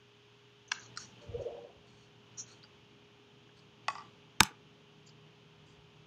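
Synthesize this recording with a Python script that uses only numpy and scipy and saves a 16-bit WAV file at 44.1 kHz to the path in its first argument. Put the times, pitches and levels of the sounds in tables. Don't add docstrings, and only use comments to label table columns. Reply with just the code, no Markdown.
import sys
import numpy as np
from scipy import signal
from scipy.fft import rfft, irfft
from scipy.io import wavfile
from scipy.ndimage import uniform_filter1d

SR = 44100
rng = np.random.default_rng(int(sys.argv[2]) if len(sys.argv) > 2 else 0)


def voltage_ratio(level):
    return 10 ** (np.asarray(level, float) / 20)


def log_audio(samples):
    frames = np.atleast_2d(samples).T
    limited = np.clip(frames, -1, 1)
    pcm = np.round(limited * 32767).astype(np.int16)
    wavfile.write(sys.argv[1], SR, pcm)


N = 267417


def rms_one(x):
    return x / np.sqrt(np.mean(x ** 2) + 1e-20)


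def at_hz(points, hz):
    table_hz, values = np.transpose(points)
    return np.interp(np.log(hz), np.log(table_hz), values)


def resonate(x, hz, width_hz):
    r = np.exp(-np.pi * width_hz / SR)
    poles = [1, -2 * r * np.cos(2 * np.pi * hz / SR), r * r]
    return signal.lfilter(np.array([1, 0, -1]) * (1 - r * r) / 2, poles, x)


def bandpass(x, order, low_hz, high_hz):
    return signal.sosfilt(signal.butter(order, [low_hz, high_hz], "band", fs=SR, output="sos"), x)


def body(x, peaks):
    return sum((-1) ** k * voltage_ratio(db) * resonate(x, hz, width) for k, (hz, width, db) in enumerate(peaks))


def drift(hz):
    r = np.exp(-2 * np.pi * hz / SR)
    noise = rng.standard_normal(N + SR)
    return rms_one(signal.lfilter([1], [1, -2 * r, r * r], noise)[SR:])


def add(out, sound, s):
    i = round(s * SR)
    out[i:i + len(sound)] += sound[:N - i]


def fade(t60, size):
    return voltage_ratio(-60 * np.arange(size) / SR / max(t60, .002))


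def gesture_db(s, hold, db, fall, rise):
    t = np.arange(N) / SR
    return db - abs(rise) * np.maximum(s - t, 0) - abs(fall) * np.maximum(t - s - hold, 0)


def blows(events, peaks, echo, narrow, low_hz, top_hz):
    size = 4096
    out, t = np.zeros(N), np.arange(size) / SR
    for s, peak_db, chatter, wet_db in events:
        rough = rng.standard_normal(size) * (1 - np.exp(-t / 0.00049))
        rough[24] += 7
        knock = 0
        for k, (hz, width, db) in enumerate(peaks):
            push = rough * fade(chatter * (2000 / hz) ** 0.47, size)
            ring = resonate(resonate(push, hz, narrow * width), hz, 5 * width)
            knock = knock + (-1) ** k * voltage_ratio(db) * np.sqrt(width) * rms_one(ring)
        knock = bandpass(knock, 4, low_hz, top_hz)
        knock *= voltage_ratio(peak_db - 9.5) / np.std(knock[:300])
        add(out, knock, s - .0006)
        add(out, voltage_ratio(wet_db) * signal.fftconvolve(knock, echo), s)
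    return out


def tap(echo):
    # start in seconds, peak in dB, contact chatter t60 in seconds, room share in dB
    tap_blows = [
        (0.709, -53, 0.024, -17),
        (0.7145, -32.5, 0.085, -11),
        (0.7175, -17.5, 0.02, -20),
    ]
    # resonance of handle and wood in Hz, width in Hz, level in dB
    tap_peaks = [(950, 300, -3.5), (1610, 210, 3), (2140, 140, -6), (2270, 160, -4), (2800, 190, -0.5),
                 (3420, 125, -1), (4220, 120, -4), (4990, 190, -6), (5600, 220, -4.5), (6230, 360, -7),
                 (7150, 81, -65), (7400, 350, -19)]
    return blows(tap_blows, tap_peaks, echo, narrow=0.98, low_hz=790, top_hz=8300)


def flick(echo):
    # start in seconds, peak in dB, contact chatter t60 in seconds, room share in dB
    flick_blows = [
        (0.9619, -45.5, 0.081, -15),
        (0.9734, -27, 0.018, -32),
    ]
    # resonance of the flicked handle in Hz, width in Hz, level in dB
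    flick_peaks = [(1235, 98, 0.5), (1426, 200, 2.5), (1770, 250, -13), (4150, 170, 0), (4740, 100, 0),
                   (5330, 140, -1), (5770, 130, -3), (7050, 140, -7), (8050, 250, -15.5)]
    return blows(flick_blows, flick_peaks, echo, narrow=0.68, low_hz=1100, top_hz=9000)


def rim_knock(echo):
    # start in seconds, peak in dB, contact chatter t60 in seconds, room share in dB
    rim_blows = [
        (3.8822, -17, 0.022, -22),
        (3.901, -32, 0.035, -25),
    ]
    # resonance of the cup in Hz, width in Hz, level in dB
    rim_peaks = [(607, 75, -5), (865, 117, 4), (1122, 57, 9), (1320, 170, -2), (1760, 71, -8),
                 (1950, 124, 1), (2540, 104, 0.5), (3330, 430, -10), (4650, 120, -6), (5400, 240, -9.5),
                 (6650, 200, -16.5), (8250, 350, -21)]
    return blows(rim_blows, rim_peaks, echo, narrow=0.72, low_hz=634, top_hz=8850)


def rattle(echo):
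    # start in seconds, peak in dB, contact chatter t60 in seconds, room share in dB
    rattle_blows = [
        (3.953, -33, 0.03, -9.5),
        (3.981, -36.5, 0.03, -26),
        (3.993, -40, 0.019, -16),
        (4.006, -42, 0.03, -27),
        (4.02, -46, 0.027, -20),
    ]
    # resonance of the rattling cup in Hz, width in Hz, level in dB
    rattle_peaks = [(894, 74, -1), (1147, 45, 2.5), (1320, 75, -8), (1960, 81, -10), (2490, 77, -14),
                    (3560, 300, -27), (4730, 250, -19.5), (5514, 300, -24), (7960, 400, -40)]
    return blows(rattle_blows, rattle_peaks, echo, narrow=1.5, low_hz=700, top_hz=8460)


def drop(echo):
    # start in seconds, peak in dB, contact chatter t60 in seconds, room share in dB
    drop_blows = [
        (4.4038, -22.5, 0.015, -22.5),
        (4.4054, -4.5, 0.013, -23.5),
        (4.409, -19, 0.01, -21.5),
    ]
    # resonance of cup and brush in Hz, width in Hz, level in dB
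    drop_peaks = [(919, 100, 3.5), (1211, 77, -4), (1600, 120, 1), (2405, 110, 1.5), (3024, 130, -10),
                  (3820, 240, -2.5), (4900, 91, -8), (5250, 210, -8), (6300, 200, -5.5), (6510, 94, -15),
                  (7100, 540, -9), (8080, 420, -16.5), (9570, 210, -15), (10650, 270, -19),
                  (12000, 393, -20), (15200, 900, -27)]
    return blows(drop_blows, drop_peaks, echo, narrow=1.5, low_hz=790, top_hz=17500)


def bounce(echo):
    # start in seconds, peak in dB, contact chatter t60 in seconds, room share in dB
    bounce_blows = [
        (4.429, -37.5, .02, -26.5),
        (4.4328, -19, .01, -38),
    ]
    # resonance of the bouncing brush in Hz, width in Hz, level in dB
    bounce_peaks = [(1050, 280, -8), (2898, 280, -8), (3370, 98, -8.5), (4100, 430, -13.5), (5360, 180, 1),
                    (6250, 200, -5), (7745, 380, -6), (9800, 240, -15.5), (11600, 320, -8.5),
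                    (15100, 510, -13.5)]
    return blows(bounce_blows, bounce_peaks, echo, narrow=2.4, low_hz=800, top_hz=16500)


def table_thump():
    # time in seconds, push in dB
    table_pushes = [
        (4.4081, 4.5),
        (4.417, -9.5),
        (4.43, -13.5),
    ]
    # table mode in Hz, level in dB, t60 in seconds
    table_modes = [(70.9, -38.5, .08), (110, -36, .1), (143, -40, .12), (193.2, -28, 0.096),
                   (297, -27.5, 0.04), (378, -34.5, 0.047)]
    pushes, out = np.zeros(N), np.zeros(N)
    for s, db in table_pushes:
        add(pushes, voltage_ratio(db) * np.hanning(40) / 20, s)
    for hz, db, t60 in table_modes:
        r, w = voltage_ratio(-60 / (t60 * SR)), 2 * np.pi * hz / SR
        poles = [1, -2 * r * np.cos(w), r * r]
        out += signal.lfilter([0, voltage_ratio(db) * np.sin(w)], poles, pushes + 1e-18)
    return out


def jar():
    # time in seconds, hollow tone in dB
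    hand_pressure = [(1.2, -85), (1.232, -62), (1.292, -61), (1.344, -51), (1.464, -46.5), (1.532, -50.5),
                     (1.68, -61), (1.71, -64), (1.85, -69)]
    # lower hollow mode in Hz, width in Hz, level in dB
    low_modes = [(352, 29, -8), (475, 13, 4.5), (575, 20, -1.5)]
    # upper hollow mode in Hz, width in Hz, level in dB
    high_modes = [(686, 17, 9), (758, 43, 3.5), (800, 33, 1), (960, 31, -1.5)]
    # time of the top in seconds, peak in dB, tone in Hz, half-length in seconds
    jolts = [(1.237, -55, 588, 0.022), (1.24, -50.5, 474, 0.013), (1.355, -31, 475, 0.011),
             (1.398, -36, 500, 0.0027), (1.409, -35, 570, 0.005), (1.42, -31.5, 500, 0.0024),
             (1.428, -49, 437, 0.0046), (1.465, -32, 475, 0.011), (1.475, -37.5, 586, 0.0099),
             (1.489, -37.5, 532, 0.0031), (1.501, -41, 591, 0.0095), (1.511, -44, 693, 0.0037),
             (1.55, -38, 520, 0.0037), (1.579, -44.5, 572.5, 0.015), (1.592, -50.5, 790, 0.0065),
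             (1.619, -46.5, 477.5, 0.042), (1.652, -46, 586, 0.008), (1.668, -50, 500, 0.0055)]
    low_jolts = [
        (1.278, -55, 100, .01),
        (1.292, -43, 91.3, 0.009),
        (1.374, -54, 105, 0.015),
        (1.399, -49, 101, 0.017),
    ]
    # start in seconds, hold in seconds, rumble in dB, fall in dB per s
    bumps = [
        (1.283, 0.016, -47.5, 401),
        (1.35, 0.064, -47.5, 600),
        (1.5, 0.025, -60.5, 400),
        (1.777, .015, -63, 300),
        (1.9, .02, -68, 300),
        (5.55, .5, -72, 100),
    ]
    t = np.arange(N) / SR
    friction = rng.standard_normal((3, N)) * voltage_ratio(2.2 * drift(30))
    low = rms_one(body(friction[0], low_modes))
    high = rms_one(body(friction[1], high_modes))
    rumble = rms_one(bandpass(friction[2], 2, 45, 130))

    drag_s, drag_db = np.transpose(hand_pressure)
    tone_db = np.interp(t, drag_s, drag_db, -150, -150)
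    upper_db = -60 + np.interp(t - 0.053, t, tone_db) + 50.5
    low_gain, high_gain = uniform_filter1d(voltage_ratio(np.array([tone_db, upper_db])), size=300)
    rumble_gain = sum(voltage_ratio(gesture_db(*bump, rise=692)) for bump in bumps)
    out = low_gain * low + high_gain * high + rumble_gain * rumble
    for s, db, hz, half in jolts + low_jolts:
        out += voltage_ratio(db) * np.exp(-((t - s) / half) ** 2) * np.sin(2 * np.pi * hz * t)
    return out


def wipes():
    # start in seconds, hold in seconds, level in dB, fall in dB per s, lower resonance share in dB
    paper_strokes = [
        (0.73, .012, -52.5, 320, -1),
        (0.8, 0.064, -61.5, 500, -4.5),
        (2.378, 0.028, -43.5, 498, -18.5),
        (2.465, .06, -67, 250.5, 1),
    ]
    towel_strokes = [
        (0.98, 0.038, -53.5, 214, -5.5),
        (1.215, .01, -71, 252, 0),
        (1.412, .01, -69.5, 220, -6),
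        (1.87, 0.18, -78.5, 350, 3),
        (3.57, 0.02, -79, 300, 8),
    ]
    cup_strokes = [
        (3.892, 0.0056, -61.5, 148, 3),
        (5.065, 0.028, -68, 600, -6),
        (5.665, 0.058, -78.5, 300, 2.5),
    ]
    # upper band in Hz, its width in Hz, lower resonance in Hz, its width in Hz
    paper, towel, cup = (6250, 1460, 4150, 450), (6180, 1600, 4380, 450), (6500, 2000, 4750, 200)
    # centre in Hz, width in Hz, level in dB
    outer_bands = [(1430, 420, 4), (8420, 680, -10.5)]
    clumps_db = [1.6 * drift(150) + 1.1 * drift(25) for band in range(3)]
    slips = rng.standard_normal((3, N)) * voltage_ratio(clumps_db)
    outer, out = body(slips[2], outer_bands), np.zeros(N)
    for strokes, surface in [(paper_strokes, paper), (towel_strokes, towel), (cup_strokes, cup)]:
        top_hz, top_width, hz, width = surface
        top = rms_one(bandpass(slips[0], 6, top_hz - top_width / 2, top_hz + top_width / 2))
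        low = rms_one(resonate(resonate(slips[1], hz, width), hz, 2 * width)) + 3.0 * outer
        for *stroke, low_db in strokes:
            gain = uniform_filter1d(voltage_ratio(gesture_db(*stroke, rise=4000)), size=80)
            out += gain * (top + voltage_ratio(low_db) * low)
    return out


def squeaks():
    # start in seconds, length in seconds, peak in dB, first pitch in Hz, last pitch in Hz
    glides = [
        (0.809, 0.036, -64, 4550, 4750),
        (1.0, 0.069, -58, 5350, 6050),
        (2.426, 0.027, -64, 5900, 6200),
        (2.5, 0.051, -66, 4150, 4550),
    ]
    out = np.zeros(N)
    flutter_filter = signal.butter(2, 110, fs=SR, output="sos")
    for s, length, db, from_hz, to_hz in glides:
        size = int(length * SR)
        flutter = signal.sosfilt(flutter_filter, rng.standard_normal((2, 6000)))[:, -size:]
        phase = 2 * np.pi * np.cumsum(np.linspace(from_hz, to_hz, size)) / SR
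        squeak = rms_one(flutter[0] * np.sin(phase) + flutter[1] * np.cos(phase))
        add(out, voltage_ratio(db) * np.hanning(size) ** .5 * squeak, s)
    return out


def ticks():
    # start in seconds, peak in dB, pitch in Hz, t60 in seconds
    specks = [(0.679, -53, 6200, 0.09), (0.78, -53, 1600, 0.083), (0.794, -45.5, 6250, 0.022),
              (0.86, -52, 6370, .03), (1.343, -50, 520, .03), (1.546, -54, 560, .025),
              (2.629, -48.5, 3980, 0.028), (2.636, -48, 4770, 0.065), (2.637, -55, 1450, 0.054),
              (3.491, -56, 1600, 0.035), (3.592, -58, 4900, .03), (3.974, -60, 5100, 0.026),
              (3.982, -50, 4750, 0.025), (3.983, -63, 5800, .03), (4.401, -39, 5600, .02),
              (4.4012, -31.5, 1540, .03), (4.42, -32, 1000, .025), (4.508, -49, 278, 0.046),
              (5.068, -54, 6800, 0.045), (5.072, -55, 4750, .05), (5.09, -52.5, 4750, .04)]
    out = np.zeros(N)
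    for s, db, hz, t60 in specks:
        contact = rng.standard_normal(3000) * fade(t60, 3000)
        tick = resonate(resonate(contact, hz, 260), hz, 600)
        add(out, voltage_ratio(db) * tick / np.abs(tick).max(), s)
    return out


def room_echo():
    # frequency in Hz, t60 in seconds
    room_t60 = [(200, 0.24), (1200, 0.27), (4000, 0.13), (9000, .12), (16000, .09)]
    size, rise_s, hold_s = SR // 2, .018, .05
    edges = 60 * 2. ** np.arange(9)
    echo = 0
    for low, high in zip(edges, edges[1:]):
        band = bandpass(rng.standard_normal(size), 2, low, high)
        t60 = at_hz(room_t60, np.sqrt(low * high))
        decay = np.minimum(fade(t60, size) * voltage_ratio(60 * hold_s / t60), 1)
        dulling = voltage_ratio(-1.5 * np.log2(low / 1000))
        echo = echo + dulling * band * decay
    echo = echo * np.clip(np.arange(size) / SR / rise_s, 0, 1)
    return echo / np.sqrt(np.sum(echo ** 2))


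def ventilation(stir_db):
    # frequency in Hz, density in dB per Hz
    air = [(14, -58), (40, -21), (100, -9), (200, -5.5), (300, -10), (600, -18.5), (1000, -16.5),
           (2000, -22.5), (3060, -15), (4200, -26.5), (6700, -31.5), (7700, -46.5), (11000, -51),
           (16500, -56.5)]
    # centre in Hz, width in Hz, level in dB
    duct_peaks = [(484, 97, 3), (880, 67, 3), (2500, 250, 1.5), (3130, 1200, 1.5)]
    hz = np.maximum(np.fft.rfftfreq(N, 1 / SR), 1)
    shape_db = at_hz(air, hz)
    for f, width, db in duct_peaks:
        shape_db = shape_db + db / (1 + (2 * (hz - f) / width) ** 2)
    middle = (hz > 1000) & (hz < 5000)
    shape = voltage_ratio(shape_db) / np.sqrt(np.sum(voltage_ratio(2 * shape_db)[middle]) / len(hz))
    out = voltage_ratio(-66 + stir_db) * irfft(rfft(rng.standard_normal(N)) * shape, N)
    bass = signal.sosfiltfilt(signal.butter(2, 910, fs=SR, output="sos"), out)
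    still = uniform_filter1d(1. * (np.arange(N) < 0.69 * SR), size=4000)
    return out - (1 - voltage_ratio(-4.5)) * bass * still


def room_modes(stir_db):
    mode_hz = (118.73, 154.2)
    width_hz, evening = 3.9, .6
    levels_db = [-70 + 1.76 * stir_db, -84.5 + 3.5 * np.arange(N) / SR]
    out = np.zeros(N)
    for hz, db in zip(mode_hz, levels_db):
        mode = resonate(resonate(rng.standard_normal(N + SR), hz, width_hz), hz, 3 * width_hz)[SR:]
        swell = uniform_filter1d(mode ** 2, size=2000) + 1e-12
        out += voltage_ratio(db) * rms_one(mode / swell ** (evening / 2))
    return out


def motor_hum():
    # frequency in Hz, level in dB rms
    hum_lines = [
        (411.5, -68.5),
    ]
    out = np.zeros(N)
    for hz, db in hum_lines:
        level = np.sqrt(2) * voltage_ratio(db + .4 * drift(4))
        out += level * np.sin(2 * np.pi * np.cumsum(hz + .3 * drift(3)) / SR)
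    return out


def background():
    # start in seconds, hold in seconds, swell in dB, fall in dB per s
    stirs = [
        (0.898, 0.56, 3.5, 12.5),
        (2.318, 0.22, 2.04, 5),
        (3.953, 0.056, 3, 11),
    ]
    stir_db = np.max([np.maximum(gesture_db(*stir, rise=19), 0) for stir in stirs], axis=0)
    return ventilation(stir_db) + room_modes(stir_db) + motor_hum()


def scene():
    echo = room_echo()
    knocks = tap(echo) + flick(echo) + rim_knock(echo) + rattle(echo) + drop(echo) + bounce(echo)
    return (knocks + table_thump() + jar() + wipes() + squeaks() + ticks() + background())[None]


def top_cut(x):
    return signal.sosfilt(signal.butter(12, 16800, fs=SR, output="sos"), x)


def record(dry):
    # start in seconds, end in seconds, lower edge of the missing treble in Hz
    treble_gaps = [
        (0.737, 0.883, 7300),
        (2.43, 2.48, 7600),
        (5.06, 5.118, 7600),
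    ]
    mix = signal.sosfilt(signal.butter(2, 45, "high", fs=SR, output="sos"), dry)
    mix = signal.sosfilt(signal.cheby2(12, 60, 16800, fs=SR, output="sos"), mix)
    t, hz = np.arange(N) / SR, np.fft.rfftfreq(N, 1 / SR)
    for start, stop, above_hz in treble_gaps:
        gone = uniform_filter1d(1. * ((t > start) & (t < stop)), size=500)
        treble = irfft(rfft(mix) * ((hz > above_hz) & (hz < 11500)), N)
        mix = mix - gone * treble
    return top_cut(mix)


dry = scene()
out = record(dry)
log_audio(out)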